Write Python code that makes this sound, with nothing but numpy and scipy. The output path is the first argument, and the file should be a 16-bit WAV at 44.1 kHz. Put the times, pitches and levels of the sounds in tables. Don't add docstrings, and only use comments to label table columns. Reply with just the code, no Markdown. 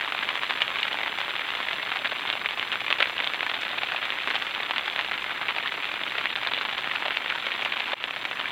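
import sys
import numpy as np
from scipy import signal
from scipy.fft import rfft, irfft
from scipy.io import wavfile
from scipy.ndimage import uniform_filter1d

SR = 44100
rng = np.random.default_rng(int(sys.argv[2]) if len(sys.argv) > 2 else 0)


def dump_mix(stems):
    frames = np.atleast_2d(stems).T
    limited = np.clip(frames, -1, 1)
    pcm = np.round(limited * 32767).astype(np.int16)
    wavfile.write(sys.argv[1], SR, pcm)


N = 375291
TIME = np.arange(N) / SR
DROP_SAMPLES = 1024
DROP_LEVEL_S = 0.01


# start in seconds, tap level over 10 ms in dB, ring of the fabric
# at that spot in Hz, its bass roll-off in Hz, flutter against the push in dB.
FAT_DROPS = [(0.0099, -26.0, 1730, 3000, -1), (0.047, -30, 1510, 1500, 0), (0.1226, -25, 1090, 100, -9),
             (0.1487, -27, 750, 300, -4), (0.19, -27, 3160, 100, -13), (0.227, -25.5, 1720, 100, 5),
             (0.2321, -29, 540, 1500, 0), (0.2891, -23, 3460, 100, 13), (0.3068, -31.0, 1140, 100, 5),
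             (0.355, -26, 1810, 100, -21), (0.3753, -29.5, 1990, 100, -5), (0.4253, -35, 1370, 3000, -2),
             (0.4337, -26, 1090, 300, -13), (0.4985, -27.5, 980, 300, 12), (0.5077, -23.0, 750, 1500, -13),
             (0.574, -31, 990, 100, 2), (0.6056, -27.5, 1040, 3000, 4), (0.615, -36, 1730, 300, -10),
             (0.6185, -18, 3080, 100, 3), (0.6223, -39, 2750, 100, 5), (0.6794, -27.5, 3360, 100, -11),
             (0.7037, -30.0, 1250, 100, -15), (0.7579, -27.5, 1900, 100, 3), (0.7861, -27, 2620, 100, 4),
             (0.8022, -32.5, 3460, 3000, -16), (0.83, -21.5, 2730, 3000, 3), (0.8541, -30, 1090, 700, -14),
             (0.8796, -28.5, 1650, 3000, 9), (0.9284, -28, 600, 3000, 5), (0.9434, -28.5, 790, 100, -9),
             (0.9876, -28.5, 520, 700, -3), (1.014, -30, 2080, 100, -5), (1.0317, -26.0, 2170, 100, 6),
             (1.079, -28, 1220, 1500, -11), (1.187, -27, 950, 300, -6), (1.2035, -30.0, 990, 3000, -7),
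             (1.2142, -27, 520, 1500, -2), (1.2809, -29.5, 865, 300, -6), (1.2932, -30, 1650, 300, 6),
             (1.3549, -33, 2880, 700, 5), (1.3643, -29.5, 570, 3000, -12), (1.3946, -27.5, 2510, 100, -4),
             (1.5043, -28, 1040, 3000, -10), (1.551, -28.5, 520, 1500, 1), (1.6031, -27, 1140, 100, 0),
             (1.6285, -34, 3160, 1500, -18), (1.6712, -34, 2080, 100, -7), (1.686, -26, 2000, 3000, -10),
             (1.71, -28.5, 2390, 100, 4), (1.731, -27.5, 2740, 3000, -6), (1.784, -31.5, 1820, 100, 5),
             (1.8281, -28, 3160, 3000, 0), (1.9177, -28, 1370, 700, 0), (1.9246, -30, 1310, 300, -10),
             (1.9586, -26.5, 800, 700, 3), (1.97, -28.5, 2280, 1500, -13), (2.0468, -25, 1510, 100, -2),
             (2.0568, -23, 1810, 100, -1), (2.1177, -29, 1580, 1500, -17), (2.1228, -29, 570, 300, 1),
             (2.273, -27.5, 3020, 1500, 3), (2.291, -29.5, 860, 700, 2), (2.3008, -23, 3630, 300, -13),
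             (2.328, -26.5, 3160, 100, -1), (2.3533, -29.5, 725, 300, -7), (2.416, -30, 1810, 100, -18),
             (2.4595, -21.5, 1810, 100, 2), (2.4637, -35, 520, 1500, 9), (2.4883, -28, 2870, 700, -3),
             (2.5086, -30.0, 630, 1500, -11), (2.5959, -25, 2880, 100, -13), (2.6279, -26, 1440, 3000, -5),
             (2.7178, -26.5, 3300, 300, 0), (2.725, -29, 1990, 100, -15), (2.7276, -28, 3160, 100, 9),
             (2.7564, -26.5, 1330, 300, -18), (2.8048, -29, 860, 3000, 10), (2.8642, -27.5, 2510, 100, 2),
             (2.8822, -28, 2070, 300, -14), (2.9038, -23, 520, 3000, -9), (2.9107, -24.5, 1370, 700, 0),
             (2.9264, -18.5, 2730, 300, -10), (2.985, -27.5, 790, 700, 5), (3.0029, -18, 1500, 100, 12),
             (3.0237, -24.5, 750, 1500, -10), (3.0268, -17.0, 2420, 700, -8), (3.0428, -31, 2080, 100, -13),
             (3.0573, -26.5, 1730, 100, -10), (3.097, -29.5, 520, 700, -18), (3.1805, -26.5, 2880, 700, -3),
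             (3.1908, -29, 790, 700, -10), (3.2015, -23, 2180, 100, 15), (3.2217, -30, 2510, 300, 10),
             (3.2357, -29, 2280, 300, 3), (3.2436, -28, 3800, 3000, -4), (3.2736, -24.5, 3650, 3000, -15),
             (3.336, -26, 2220, 100, -11), (3.3444, -27, 790, 1500, -2), (3.4073, -24.5, 2080, 100, -13),
             (3.4296, -25.5, 800, 300, 1), (3.465, -24.0, 1810, 100, -1), (3.4972, -26.5, 520, 1500, -8),
             (3.515, -28.5, 570, 300, 0), (3.5418, -27.5, 3800, 100, 3), (3.5536, -31.5, 3630, 100, -18),
             (3.6322, -27.5, 520, 1500, 1), (3.6507, -29.5, 790, 1500, 4), (3.7796, -30, 1370, 3000, 5),
             (3.7837, -27, 1740, 1500, 3), (3.817, -35, 2620, 1500, -5), (3.8334, -24.5, 760, 1500, -4),
             (3.8871, -28.5, 1810, 3000, -3), (3.9197, -26.5, 660, 700, 12), (3.9458, -29, 755, 700, 9),
             (3.961, -26, 2900, 300, 20), (4.0278, -29.0, 1810, 300, 0), (4.053, -27, 1490, 100, 8),
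             (4.1038, -25.5, 3100, 100, -17), (4.1224, -27.5, 1900, 100, -9), (4.187, -30.5, 2080, 100, -8),
             (4.2742, -23.5, 1370, 100, -2), (4.283, -29, 1050, 700, -6), (4.3035, -25.0, 2080, 300, -3),
             (4.3102, -26.5, 1040, 3000, 0), (4.3438, -28.5, 750, 700, 8), (4.3487, -31, 520, 3000, -1),
             (4.3544, -23.5, 790, 3000, 1), (4.3631, -29.5, 3160, 1500, -11),
             (4.4226, -24.5, 3020, 700, -11), (4.4669, -28.5, 3160, 300, 4), (4.549, -27.5, 3000, 100, -3),
             (4.6058, -30.5, 1810, 700, -17), (4.6302, -28, 520, 700, 17), (4.7094, -23.5, 790, 700, -8),
             (4.7609, -25, 2080, 100, 5), (4.7816, -23.5, 520, 3000, -8), (4.859, -31, 860, 3000, 3),
             (4.8766, -29.5, 790, 100, 0), (4.8796, -27.5, 520, 1500, -2), (4.8993, -29.5, 3460, 300, -16),
             (4.9612, -26, 865, 1500, -5), (4.9915, -23.5, 1900, 700, -8), (4.9992, -32, 2180, 100, 5),
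             (5.0106, -28.5, 800, 3000, -6), (5.0468, -29.5, 1250, 3000, 0), (5.113, -27, 1730, 100, -1),
             (5.1183, -27, 1250, 100, -24), (5.133, -29.5, 1810, 100, 5), (5.14, -31, 2080, 3000, -6),
             (5.1775, -30, 1650, 1500, 9), (5.2425, -28.5, 1730, 700, -21), (5.307, -28, 1730, 100, 9),
             (5.4143, -28.5, 750, 100, 9), (5.4839, -26.5, 2620, 300, -16), (5.4884, -24, 2000, 100, 5),
             (5.4936, -29, 1440, 100, 10), (5.5072, -28, 1200, 1500, -7), (5.5622, -27.0, 514, 700, 13),
             (5.583, -24, 2180, 100, 4), (5.6354, -33, 1510, 3000, 5), (5.6595, -26, 1510, 100, 1),
             (5.6747, -28.5, 3440, 1500, -18), (5.6803, -31, 2080, 3000, -2),
             (5.7216, -28.5, 1370, 700, -13), (5.8335, -33, 2750, 3000, -5), (5.854, -29, 3460, 100, -8),
             (5.9396, -30.5, 990, 300, -4), (6.014, -31, 1900, 300, -4), (6.0358, -29, 3310, 1500, -6),
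             (6.153, -27.5, 1250, 3000, 7), (6.1829, -24.5, 2880, 100, -1), (6.1922, -32, 2280, 100, -8),
             (6.2402, -30.0, 1810, 100, 5), (6.2564, -22, 2040, 700, -12), (6.3553, -29, 1730, 1500, -14),
             (6.361, -25.5, 3820, 100, -16), (6.431, -27.0, 690, 3000, 14), (6.4718, -24.5, 3700, 1500, -4),
             (6.4746, -29, 900, 1500, 0), (6.536, -24.5, 3800, 100, -7), (6.5456, -29, 3310, 1500, -1),
             (6.5675, -30, 2750, 100, -12), (6.5764, -28.5, 2280, 100, 1), (6.6119, -26.0, 1370, 100, -6),
             (6.6515, -27, 835, 1500, -4), (6.6584, -32, 1370, 100, -7), (6.6868, -32, 1200, 100, -2),
             (6.7269, -29.5, 750, 3000, -1), (6.7807, -27, 520, 3000, -3), (6.843, -29.5, 1900, 300, 0),
             (6.8741, -27, 1310, 100, -7), (6.9119, -25.5, 1990, 100, 12), (6.9522, -30, 1040, 3000, 8),
             (6.9602, -25.5, 2750, 300, -23), (7.031, -32, 2180, 300, -18), (7.0546, -28, 630, 700, -2),
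             (7.0602, -27, 570, 700, 17), (7.0819, -27.0, 690, 700, -7), (7.1073, -26, 1990, 100, 0),
             (7.1709, -22.0, 2830, 3000, -13), (7.2608, -28, 1900, 100, -5), (7.3012, -25, 2510, 700, -19),
             (7.3075, -28, 1730, 1500, 2), (7.323, -29, 1440, 700, 1), (7.4671, -24.5, 510, 700, 0),
             (7.5067, -32, 1900, 700, -18), (7.5177, -26.5, 2280, 100, 7), (7.552, -31, 1900, 1500, -4),
             (7.6115, -31, 3310, 100, -6), (7.6231, -28.5, 2510, 100, -7), (7.6493, -24.5, 3020, 100, 3),
             (7.6564, -27.5, 2080, 100, 11), (7.7225, -26, 2880, 100, -3), (7.7361, -32, 3020, 100, -18),
             (7.7753, -31, 2390, 3000, -20), (7.799, -29, 3800, 100, 1), (7.8043, -26.5, 1090, 3000, 1),
             (7.8413, -33, 3310, 300, -8), (7.9183, -28, 1310, 1500, 9), (7.9326, -25.0, 560, 300, -1),
             (8.0401, -24.5, 3240, 300, -27), (8.1088, -31.0, 2750, 100, -18),
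             (8.1621, -30, 1810, 300, -11), (8.2522, -24.0, 1740, 100, 2), (8.3129, -29.5, 690, 100, -9),
             (8.3946, -29.5, 3820, 700, 1), (8.4008, -28.5, 1260, 100, -16), (8.4567, -28.5, 2040, 700, 5)]


def fat_drops():
    times, db, ring_hz, bass_hz, flutter_db = np.transpose(FAT_DROPS)
    taps = strikes(times, db, ring_hz, bass_hz, flutter_db, ring_db=4.0, ring_q=3.2,
                   flutter_s=0.0046, smear_s=0.0003, seam_gain=0.21)
    return taps + thump(times, db, panel_hz=678, spread=0.44, decay_s=0.0031)


THUMP_REF_DB = -20
THUMP_DB, THUMP_GROWTH = -20, 1.1


def thump(times, db, panel_hz, spread, decay_s):
    age = np.arange(DROP_SAMPLES) / SR
    hz = panel_hz * np.exp(spread * (2 * rng.random((len(times), 1)) - 1))
    swing = np.sin(2 * np.pi * hz * age) * np.exp(-age / decay_s)
    panel_speed = np.diff(swing, prepend=0)
    thump_db = THUMP_REF_DB + THUMP_DB + THUMP_GROWTH * (db - THUMP_REF_DB)
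    return place(panel_speed, times, thump_db)


# frequency in Hz, gain in dB.
FABRIC_RADIATION = [(25, -52), (100, -32), (250, -12), (450, -9), (700, -5.5), (1100, -4), (1700, -2.5),
                    (2300, -1), (3000, -3), (3600, -4.5), (4300, -17), (5400, -36), (8000, -46),
                    (15000, -93)]


def strikes(times, db, ring_hz, bass_hz, flutter_db, ring_db, ring_q, flutter_s,
            smear_s=0.00043, seam_gain=0.33):
    age = np.arange(DROP_SAMPLES) / SR
    hz = np.fft.rfftfreq(DROP_SAMPLES, 1 / SR)
    slack, wetness, seam = rng.random((len(times), 3)).T[:, :, None]

    flap_s = flutter_s * 2 ** (slack - 0.5)
    noise = rng.standard_normal((len(times), DROP_SAMPLES))
    flutter = noise * np.exp(-age / flap_s) * np.sqrt(2 / (flap_s * SR))
    push = (age == 0) + undb(flutter_db)[:, None] * flutter

    ratio = 1j * hz / ring_hz[:, None]
    resonance = ratio / ring_q / (1 + ratio / ring_q + ratio ** 2)
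    ring = 1 + undb(ring_db) * resonance
    bass_cut = 1j * hz / (1j * hz + bass_hz[:, None])
    smear = np.exp(-1j * np.pi * hz * smear_s * (0.21 + 0.85 * wetness) * hz / 3000)
    seam_delay_s = 0.00027 + 0.001443 * seam
    rebound = 1 - seam_gain * np.exp(-2j * np.pi * hz * seam_delay_s)

    fabric = rfft(colour(np.ones(1), FABRIC_RADIATION)[:DROP_SAMPLES])
    waves = irfft(rfft(push) * ring * bass_cut * smear * rebound * fabric)
    return -place(waves, times, db)


# time in seconds, gain in dB.
SHOWER_GAIN = [(0, -30.5), (1.5, -30), (2.8, -32), (4, -30.5), (5.4, -31), (6.8, -30), (7.9, -30),
               (8.05, -32), (8.3, -33.5), (8.5, -30)]


def shower():
    taps = patter(count=380, size=1, bunch_s=0.02, scatter_db=8.5, ring_hz=1840, ring_spread=0.94,
                  ring_db=3.0, flutter_db=-2.5, flutter_s=0.0031)
    roof = patter(count=360, size=3, bunch_s=0.005, scatter_db=7.0, ring_hz=1554, ring_spread=0.89,
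                  ring_db=3.5, flutter_db=-5.5, flutter_s=0.0062)
    fine = patter(count=850, size=3, bunch_s=0.007, scatter_db=6.5, ring_hz=1740, ring_spread=1.19,
                  ring_db=-1.0, flutter_db=-1.5, flutter_s=0.0063)
    mix = undb(-7.5) * taps + undb(-6.0) * roof + undb(-5.5) * fine
    return undb(curve(SHOWER_GAIN)) * mix


def patter(count, size, bunch_s, scatter_db, ring_hz, ring_spread, ring_db, flutter_db, flutter_s,
           bass_hz=330, bass_spread=1.45, flutter_spread_db=5.5):
    lag, weight, spot, span, slack = rng.random((count * size, 5)).T
    starts = (np.arange(count) + rng.random(count)) * N / SR / count
    times = np.repeat(starts, size) + bunch_s * (2 * lag - 1)
    db = -scatter_db * np.sqrt(weight)
    spot_hz = ring_hz * np.exp(ring_spread * (2 * spot - 1))
    spot_bass_hz = bass_hz * np.exp(bass_spread * (2 * span - 1))
    spot_flutter_db = flutter_db + flutter_spread_db * (2 * slack - 1)
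    hits = strikes(times, db, spot_hz, spot_bass_hz, spot_flutter_db, ring_db,
                   ring_q=2.6, flutter_s=flutter_s)
    return level(hits, 0)


# start in seconds, average droplet peak in dB.
BIG_BURSTS = [(0.011, -52), (0.289, -52), (0.355, -53), (0.374, -53), (0.433, -48), (0.477, -52),
              (0.502, -51), (0.617, -50), (0.697, -51), (0.786, -51), (0.831, -51), (0.879, -47),
              (1.186, -45), (1.737, -49), (2.297, -54), (2.584, -52), (2.726, -47), (2.804, -50),
              (3.002, -43), (3.023, -53), (3.041, -54), (3.612, -42), (4.053, -50), (4.140, -52),
              (4.272, -46), (4.297, -48), (4.346, -49), (4.387, -48), (4.421, -48), (4.443, -51),
              (4.545, -50), (5.112, -51), (7.163, -52), (7.630, -49), (7.649, -47), (8.106, -50),
              (8.251, -48)]
# frequency in Hz, relative gain in dB.
SPRAY_COLOUR = [(500, -36), (3000, 18.5), (5000, 12.5), (7200, 7), (9000, 0.5), (15000, -24)]


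def splashes(count, spray_s, small_db, scatter_db, flight_s, size=4):
    moment, weight = rng.random((count, 2)).T
    small = np.column_stack([moment * N / SR, small_db - scatter_db * np.sqrt(weight)])
    starts, db = np.vstack([BIG_BURSTS, small]).T
    flight, mass = rng.random((len(starts), 2, size)).transpose(1, 0, 2)
    mass = (1 + mass) / (1 + np.arange(size))
    lands = starts[:, None] + flight_s * flight * np.arange(size) / size
    share = size * mass / mass.sum(1, keepdims=True)
    energy = undb(db)[:, None] ** 2 * share
    bursts = np.bincount((lands * SR).astype(int).ravel(), energy.ravel(), N)[:N]
    power = signal.lfilter([1], [1, -np.exp(-2 / (spray_s * SR))], bursts)
    return np.sqrt(power) * level(colour(rng.standard_normal(N), SPRAY_COLOUR), 0)


# frequency in Hz, relative gain in dB.
CANOPY_BOOM = [(20, -4), (38, -16), (54, 2), (80, -2.5), (115, 6.5), (160, 4.5), (220, 7.5), (350, 9.5),
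               (600, -0.5), (1500, -32), (5000, -64)]


def canopy(count):
    moment, size = rng.random((count, 2)).T
    pushes = np.bincount((moment * N).astype(int), 2 * size - 1, N)
    return level(colour(pushes, CANOPY_BOOM), -53.0)


def tent(x, echo_db, t60_s, count=10):
    age = np.arange(SR // 8) / SR
    slot = int(DROP_LEVEL_S * SR)
    part = np.repeat(rng.integers(0, count, N // slot + 1), slot)[:N]
    noise = rng.standard_normal((count, len(age)))
    echoes = noise * np.exp(-np.log(1000) * age / t60_s) * (age > 0.004)
    echoes /= np.linalg.norm(echoes, axis=1, keepdims=True)
    shares = 1.0 * (part == np.arange(count)[:, None])
    shares = uniform_filter1d(uniform_filter1d(shares, slot // 4), slot // 4)
    echo = signal.oaconvolve(x * shares, echoes, axes=1).sum(0)[:N]
    return x + undb(echo_db) * echo


DIP_AT_S = 7.942


def dip(depth_db, recovery_s):
    since = np.maximum(TIME - DIP_AT_S, 0)
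    return undb(-depth_db * (since > 0) * np.exp(-since / recovery_s))


def undb(db):
    return 10 ** (np.asarray(db) / 20)


def level(x, db):
    return x * undb(db) / np.sqrt(np.mean(x ** 2))


def curve(rows):
    return np.interp(TIME, *np.transpose(rows))


def colour(x, points):
    hz, db = np.transpose(points)
    grid = np.maximum(np.fft.rfftfreq(4096, 1 / SR), 1)
    gain = undb(np.interp(np.log(grid), np.log(hz), db))
    cepstrum = irfft(np.log(gain))
    half = len(cepstrum) // 2
    cepstrum[1:half] *= 2
    cepstrum[half + 1:] = 0
    return signal.fftconvolve(x, irfft(np.exp(rfft(cepstrum))))[:N]


def place(waves, times, db):
    gain = undb(db) * np.sqrt(DROP_LEVEL_S * SR) / np.linalg.norm(waves, axis=1)
    places = (np.maximum(times, 0) * SR).astype(int)[:, None] + np.arange(DROP_SAMPLES)
    return np.bincount(places.ravel(), (waves * gain[:, None]).ravel(), N)[:N]


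def scene():
    spray = splashes(count=240, spray_s=0.0033, small_db=-48.5, scatter_db=10.5, flight_s=0.016)
    rain = fat_drops() + shower() + canopy(count=9000) + spray
    return np.tile(tent(rain, echo_db=-13.5, t60_s=0.2), (2, 1))


# frequency in Hz, relative gain in dB.
HISS_COLOUR = [(25, 8), (40, -5), (54, 2), (75, 7.5), (200, 11.5), (500, 11), (1200, 6), (2200, -9),
               (4000, 3.5), (5700, 1.5), (10400, -1), (11000, -14), (11700, -0.5), (15500, -1.5)]
HISS_START_DB, HISS_FADE_DB_PER_S = -52, 0.24
RAIN_DIP_DB, RAIN_RECOVERY_S = 24, 0.032
HISS_DIP_DB, HISS_RECOVERY_S = 11, 0.086
TOP_HZ = 15900


def record(dry):
    hiss = np.array([level(colour(rng.standard_normal(N), HISS_COLOUR), HISS_START_DB) for _ in range(2)])
    hiss = hiss * undb(-HISS_FADE_DB_PER_S * TIME) * dip(HISS_DIP_DB, HISS_RECOVERY_S)
    sound = dry * dip(RAIN_DIP_DB, RAIN_RECOVERY_S) + hiss
    top_cut = signal.ellip(10, 0.2, 70, TOP_HZ, fs=SR, output="sos")
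    return signal.sosfilt(top_cut, sound)


dry = scene()
out = record(dry)
dump_mix(out)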